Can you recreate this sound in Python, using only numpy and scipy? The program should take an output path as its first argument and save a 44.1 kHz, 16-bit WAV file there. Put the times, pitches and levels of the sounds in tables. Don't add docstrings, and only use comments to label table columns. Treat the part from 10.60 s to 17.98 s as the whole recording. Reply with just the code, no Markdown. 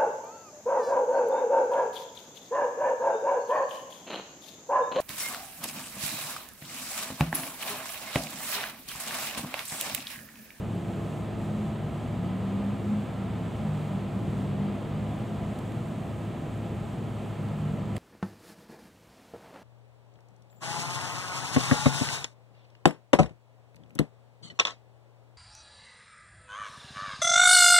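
import sys
import numpy as np
from scipy import signal
from scipy.fft import rfft, irfft, next_fast_len
from scipy.io import wavfile

SR = 44100
rng = np.random.default_rng(int(sys.argv[2]) if len(sys.argv) > 2 else 0)


def amplitude_ratio(level_db):
    exponent = np.asarray(level_db, float) / 20
    return 10 ** exponent


def transcribe(signal):
    frames = np.atleast_2d(signal).T
    limited = np.clip(frames, -1, 1)
    pcm = np.round(limited * 32767).astype(np.int16)
    wavfile.write(sys.argv[1], SR, pcm)


N = 325502


def fan_air(near_db):
    # (frequency [Hz], density [dB per Hz])
    rumble = [(20, -21), (40, -15.5), (53, -7.5), (64, -11.5), (90, -4.5), (115, -3), (140, -1), (180, -3),
              (225, -4), (260, -8.5), (290, -9), (400, -13), (520, -18), (700, -31)]
    rush = [(260, -16.5), (450, -5.5), (556, -2.5), (673, -0.5), (920, -6), (997, -5), (1140, -8),
            (1300, -8.5), (1460, -12.5), (3240, -17.5), (5000, -30), (6500, -69), (11000, -120)]
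    low = air(rumble, -35 + 0.28 * near_db, flutter_db=0.93)
    high = air(rush, -44 + near_db, flutter_db=0.24)
    return low + high


def rotor_hum():
    # (time [s], depth [dB])
    rotor_nulls = [
        (.35, 0.5),
        (1.1, 4),
        (3.5, 3),
        (4.95, 6),
        (5.3, 7),
        (5.82, 4),
        (6.35, 9),
    ]
    null_length_s = 0.084
    level_db = -38.5 + 0.75 * drift(4.7)
    for s, depth_db in rotor_nulls:
        level_db = level_db - depth_db * bump(s, null_length_s)
    return tone(106.6, level_db, wander_hz=0.042, lean_db=1.4)


def blade_tones():
    # (time [s], level [dB])
    blade_path = [
        (0, -56),
        (.18, -47.5),
        (2.3, -50.5),
        (2.8, -53.5),
        (3.6, -53),
        (4.4, -50),
        (5.9, -49),
        (7.38, -57.5),
    ]
    # (frequency [Hz], level over the path [dB], pitch wander [Hz])
    blade_partials = [(342.3, -.5, .6), (674.6, -6.5, 1.2)]
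    path_db, = in_time(blade_path)
    out = 0
    for hz, partial_db, wander_hz in blade_partials:
        level_db = path_db + partial_db + 1.8 * drift(5.1)
        out = out + tone(hz, level_db, wander_hz, lean_db=-1.0)
    return out


def steady_tones():
    # (frequency [Hz], rms level [dB], pitch wander [Hz], level wander [dB], left minus right [dB])
    steady_lines = [(99.9, -54, .05, 1, 0), (70.5, -55, .4, 2, 0), (994.5, -66, 4, 4, -1),
                    (1217, -68, 2, 3, -1), (1340, -69, 3, 4, -1), (2397, -77, 3, 3, 0),
                    (7246, -90, 4, 3, 0), (3531, -82, 2, 3, 0), (13404, -94, 1.5, 3, 0)]
    out = 0
    for hz, level_db, wander_hz, swing_db, lean_db in steady_lines:
        out = out + tone(hz, level_db + swing_db * drift(1.5), wander_hz, lean_db)
    return out


def motorbike():
    # (time [s], firing rate [1/s])
    speed = [(0, 42.7), (.56, 48.7), (1.12, 53.9), (1.54, 59.4), (1.82, 63.8), (2.1, 67.4), (2.36, 69.6),
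             (2.6, 64.8), (2.94, 56.1), (3.1, 51.3), (3.36, 48.4), (3.64, 47.4), (4.2, 50.8), (4.76, 52.4),
             (5.88, 54.7), (6.72, 51.7), (7.0, 50.7), (7.38, 48.9)]
    # (time [s], exhaust level [dB], loss per higher order [dB])
    engine_load = [(0, -46, 0.1), (.15, -37.5, 0), (.45, -43.5, -2), (1.0, -32.5, 0.6), (1.4, -41, 1.5),
                   (1.6, -32.5, 2), (2.38, -32.5, 4), (2.55, -43, 4.5), (3.05, -35, 1.7), (3.6, -35.5, 0.3),
                   (4.06, -33.5, 0.5), (4.3, -37.5, 0.1), (4.8, -38, 2), (5.1, -43.5, -1.8), (6.5, -47, 5),
                   (6.8, -33.5, 8), (7.15, -30.5, 9), (7.38, -38, 13)]
    # (order [1], level [dB])
    exhaust = [(2, -12), (3, -0.56), (4, -0.45), (5, -12.5), (6, -11.5), (7, -14), (8, -17.5), (9, -9),
               (10, -12)]
    # (frequency [Hz], level [dB], lag between microphones [rad])
    wall = [(80, -15, .1), (133, -8.5, .08), (150, -1, .06), (166, -12.5, .1), (173, -1, 0.24),
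            (211.4, -0.65, 0.16), (233, -7.5, .3), (264, -7, .4), (304, -3.5, 0.47), (353, 0.3, 0.31),
            (385, -7.5, 0.55), (554, -17.5, 1)]
    # (time [s], length [s], 3rd order [dB], 4th order [dB])
    echoes = [(.22, .2, -17, 2), (1.3, 0.13, -14, -0.5), (2.05, 0.12, 4, -1), (2.21, 0.041, -11, -2),
              (2.347, 0.12, 4.5, -10), (2.496, 0.057, -11, -3), (2.626, 0.053, 8, 0.1),
              (3.096, .07, 7, 0.1), (3.22, .05, -4, -7), (3.65, .12, -11, -1.5), (4.014, 0.11, -4, 4.5),
              (4.22, 0.064, -5, -6.5), (4.42, 0.069, 9.5, 2.5), (4.62, 0.056, -8, 4.3), (4.788, .06, 8, 4),
              (5.302, 0.057, 16, -14), (5.602, .06, 10, -1), (7.28, 0.18, -1.5, 7.5)]

    firings_per_s, = in_time(speed)
    load_db, loss_db = in_time(engine_load)
    turn = 2 * np.pi * np.cumsum(firings_per_s) / SR
    mode_hz, mode_db, mode_lag = np.transpose(wall)
    third_db = sum(third * bump(s, length) for s, length, third, _ in echoes)
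    fourth_db = sum(fourth * bump(s, length) for s, length, _, fourth in echoes)
    echo_db = {3: third_db, 4: fourth_db}

    out = 0
    for order, order_db in exhaust:
        hz = order * firings_per_s
        level_db = load_db + order_db - loss_db * (order - 3)
        level_db = level_db + np.interp(hz, mode_hz, mode_db)
        level_db = level_db + echo_db.get(order, 0)
        level_db = level_db + 0.84 * drift(2.85) + 0.5 * drift(11)
        lag = np.array([[-.5], [.5]]) * np.interp(hz, mode_hz, mode_lag)
        wave = np.sin(order * turn + rng.uniform(0, 2 * np.pi) - lag)
        out = out + np.sqrt(2) * amplitude_ratio(level_db) * wave
    return out


def ticks():
    # (time [s], peak [dB], knock minus peak [dB], top minus peak [dB], left minus right [dB])
    hand_ticks = [
        (.15, -60, -12, 4, -2),
        (4.988, -47.5, -12, -1, 5),
        (5.1195, -56, 5, -14, -5),
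        (6.886, -53, -2, -14, -3),
        (7.3628, -47, -10, -10, -2),
        (7.3648, -44, 3.5, -12, -6),
    ]
    # (frequency [Hz], level [dB], decay time t60 [s])
    main_modes = [(3900, -5, .004), (4650, -5, .004), (6300, -13, .003), (7600, 0, .004), (8700, -1, .005)]
    upper_modes = [(10200, 0, .003), (11300, -2, .003), (12300, -4, .003)]
    knock_modes = [(2250, 0, .006), (2800, -1, .005), (3400, -2, .005)]

    out = np.zeros((2, N))
    t = np.arange(600) / SR
    dull = signal.butter(6, 13000, fs=SR, output="sos")
    for s, peak_db, knock_db, top_db, lean_db in hand_ticks:
        length_s = .0038 + .0001 * knock_db
        envelope = np.sin(np.pi * np.clip(t / length_s, 0, 1))
        sparse = rng.random(len(t)) < .3
        slips = rng.standard_normal(len(t)) * sparse * envelope
        tick = shell(slips, main_modes)
        tick = tick + amplitude_ratio(top_db) * shell(slips, upper_modes)
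        tick = tick + amplitude_ratio(knock_db) * shell(slips, knock_modes)
        at = round(s * SR)
        out[:, at:at + len(t)] += panned(amplitude_ratio(peak_db) * signal.sosfilt(dull, tick), lean_db)
    return out


def microphone_hiss(near_db):
    # (frequency [Hz], density [dB per Hz])
    hiss = [(2820, -17), (4800, -20), (5240, -10), (6300, -7), (7730, -3), (8800, -7), (10100, -13),
            (12500, -15), (15000, -15), (16400, -15)]
    surge_db = 2.5 * bump(0.39, 0.39)
    return air(hiss, -64 + 0.33 * near_db + surge_db, flutter_db=0.71)


def air(spectrum, level_db, flutter_db):
    # (frequency [Hz], width [Hz], level [dB])
    case_modes = [(52.4, 6, -3.5), (75.6, 22, 5), (92.7, 10.7, -6), (112, 6.5, -1.5), (125, 10, 5.5),
                  (131, 7.4, -3), (150.7, 6.3, 8), (199.9, 18, 4.5), (253, 19, 5), (278, 3.6, -2),
                  (433, 29, 3), (511, 6, 5.5), (612, 74, 3.5), (727, 36, 1.5), (796, 9.7, 4.5),
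                  (816, 35, 2.5), (1030, 20, 1), (1110, 6.6, -10.5), (1262, 40, 3), (1460, 44, -4)]
    # (frequency [Hz], side minus mid [dB])
    side_spread = [(40, -13), (70, -25), (90, -29), (140, -26), (210, -13.5), (330, -13), (500, -11.5),
                   (1170, -9), (2740, -11.5), (4200, -15.5), (6400, -27), (8000, -15), (9800, 1),
                   (15000, -1)]
    # (frequency [Hz], left minus right [dB])
    balance = [(30, .7), (100, 1), (200, 0), (380, -1), (700, -.7), (1290, -1.6), (2380, -.7), (4400, 0),
               (8120, -.3), (15000, .4)]

    size = next_fast_len(N)
    hz = np.arange(size // 2 + 1) * SR / size
    inside = (hz > spectrum[0][0]) & (hz < spectrum[-1][0])
    colour_db = at_hz(spectrum, hz)
    for centre_hz, width_hz, db in case_modes:
        colour_db = colour_db + db / (1 + (2 * (hz - centre_hz) / width_hz) ** 2)
    mid, side = rfft(rng.standard_normal((2, size))) * amplitude_ratio(colour_db) * inside
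    side = side * amplitude_ratio(at_hz(side_spread, hz))
    pair = panned(mid + side * [[1], [-1]], at_hz(balance, hz))
    both = irfft(pair, size)[:, :N]
    return both / both.mean(axis=0).std() * amplitude_ratio(level_db + flutter_db * drift(3.6))


def tone(hz, level_db, wander_hz, lean_db):
    turn = 2 * np.pi * np.cumsum(hz + wander_hz * drift(2.49)) / SR
    lag = np.array([[0], [.2]])
    return panned(np.sqrt(2) * amplitude_ratio(level_db) * np.sin(turn - lag), lean_db)


def shell(slips, modes):
    out = 0
    for hz, db, t60 in modes:
        x = ring(slips, hz, t60)
        out = out + amplitude_ratio(db) * x / np.abs(x).max()
    return out


def ring(clicks, hz, t60):
    r = amplitude_ratio(-60 / (t60 * SR))
    w = 2 * np.pi * hz / SR
    return signal.lfilter([0, np.sin(w)], [1, -2 * r * np.cos(w), r * r], clicks + 1e-18)


def panned(x, lean_db):
    return x * amplitude_ratio(np.array([[.5], [-.5]]) * lean_db)


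def drift(rate):
    r = np.exp(-80 * np.pi * rate / SR)
    noise = rng.standard_normal(N // 40 + 2002)
    slow = signal.lfilter([1], [1, -2 * r, r * r], noise)[2000:]
    slow = (slow - slow.mean()) / slow.std()
    return np.interp(np.arange(N) / 40, np.arange(len(slow)), slow)


def bump(at, length):
    return np.exp(-((np.arange(N) / SR - at) / length) ** 2)


def in_time(rows):
    s, *columns = np.transpose(rows)
    return [np.interp(np.arange(N) / SR, s, c) for c in columns]


def at_hz(points, hz):
    point_hz, point_db = np.array(points).T
    return np.interp(np.log(np.maximum(hz, 1)), np.log(point_hz), point_db)


def scene():
    # (time [s], level [dB])
    nearness = [
        (0, -1.1),
        (.3, 0.1),
        (1.0, 0.2),
        (2.0, 0.54),
        (3.2, 0.35),
        (4.6, 0.55),
        (5.0, -0.4),
        (5.7, -0.95),
        (6.5, -.6),
        (7.38, -0.2),
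    ]
    near_db, = in_time(nearness)
    computer = fan_air(near_db) + rotor_hum() + blade_tones() + steady_tones()
    return computer + motorbike() + ticks() + microphone_hiss(near_db)


def low_pass(x):
    return signal.sosfilt(signal.butter(12, 15720, fs=SR, output="sos"), x)


def record(dry):
    cut = signal.cheby2(14, 50, 16300, fs=SR, output="sos")
    return low_pass(signal.sosfilt(cut, dry))


dry = scene()
out = record(dry)
transcribe(out)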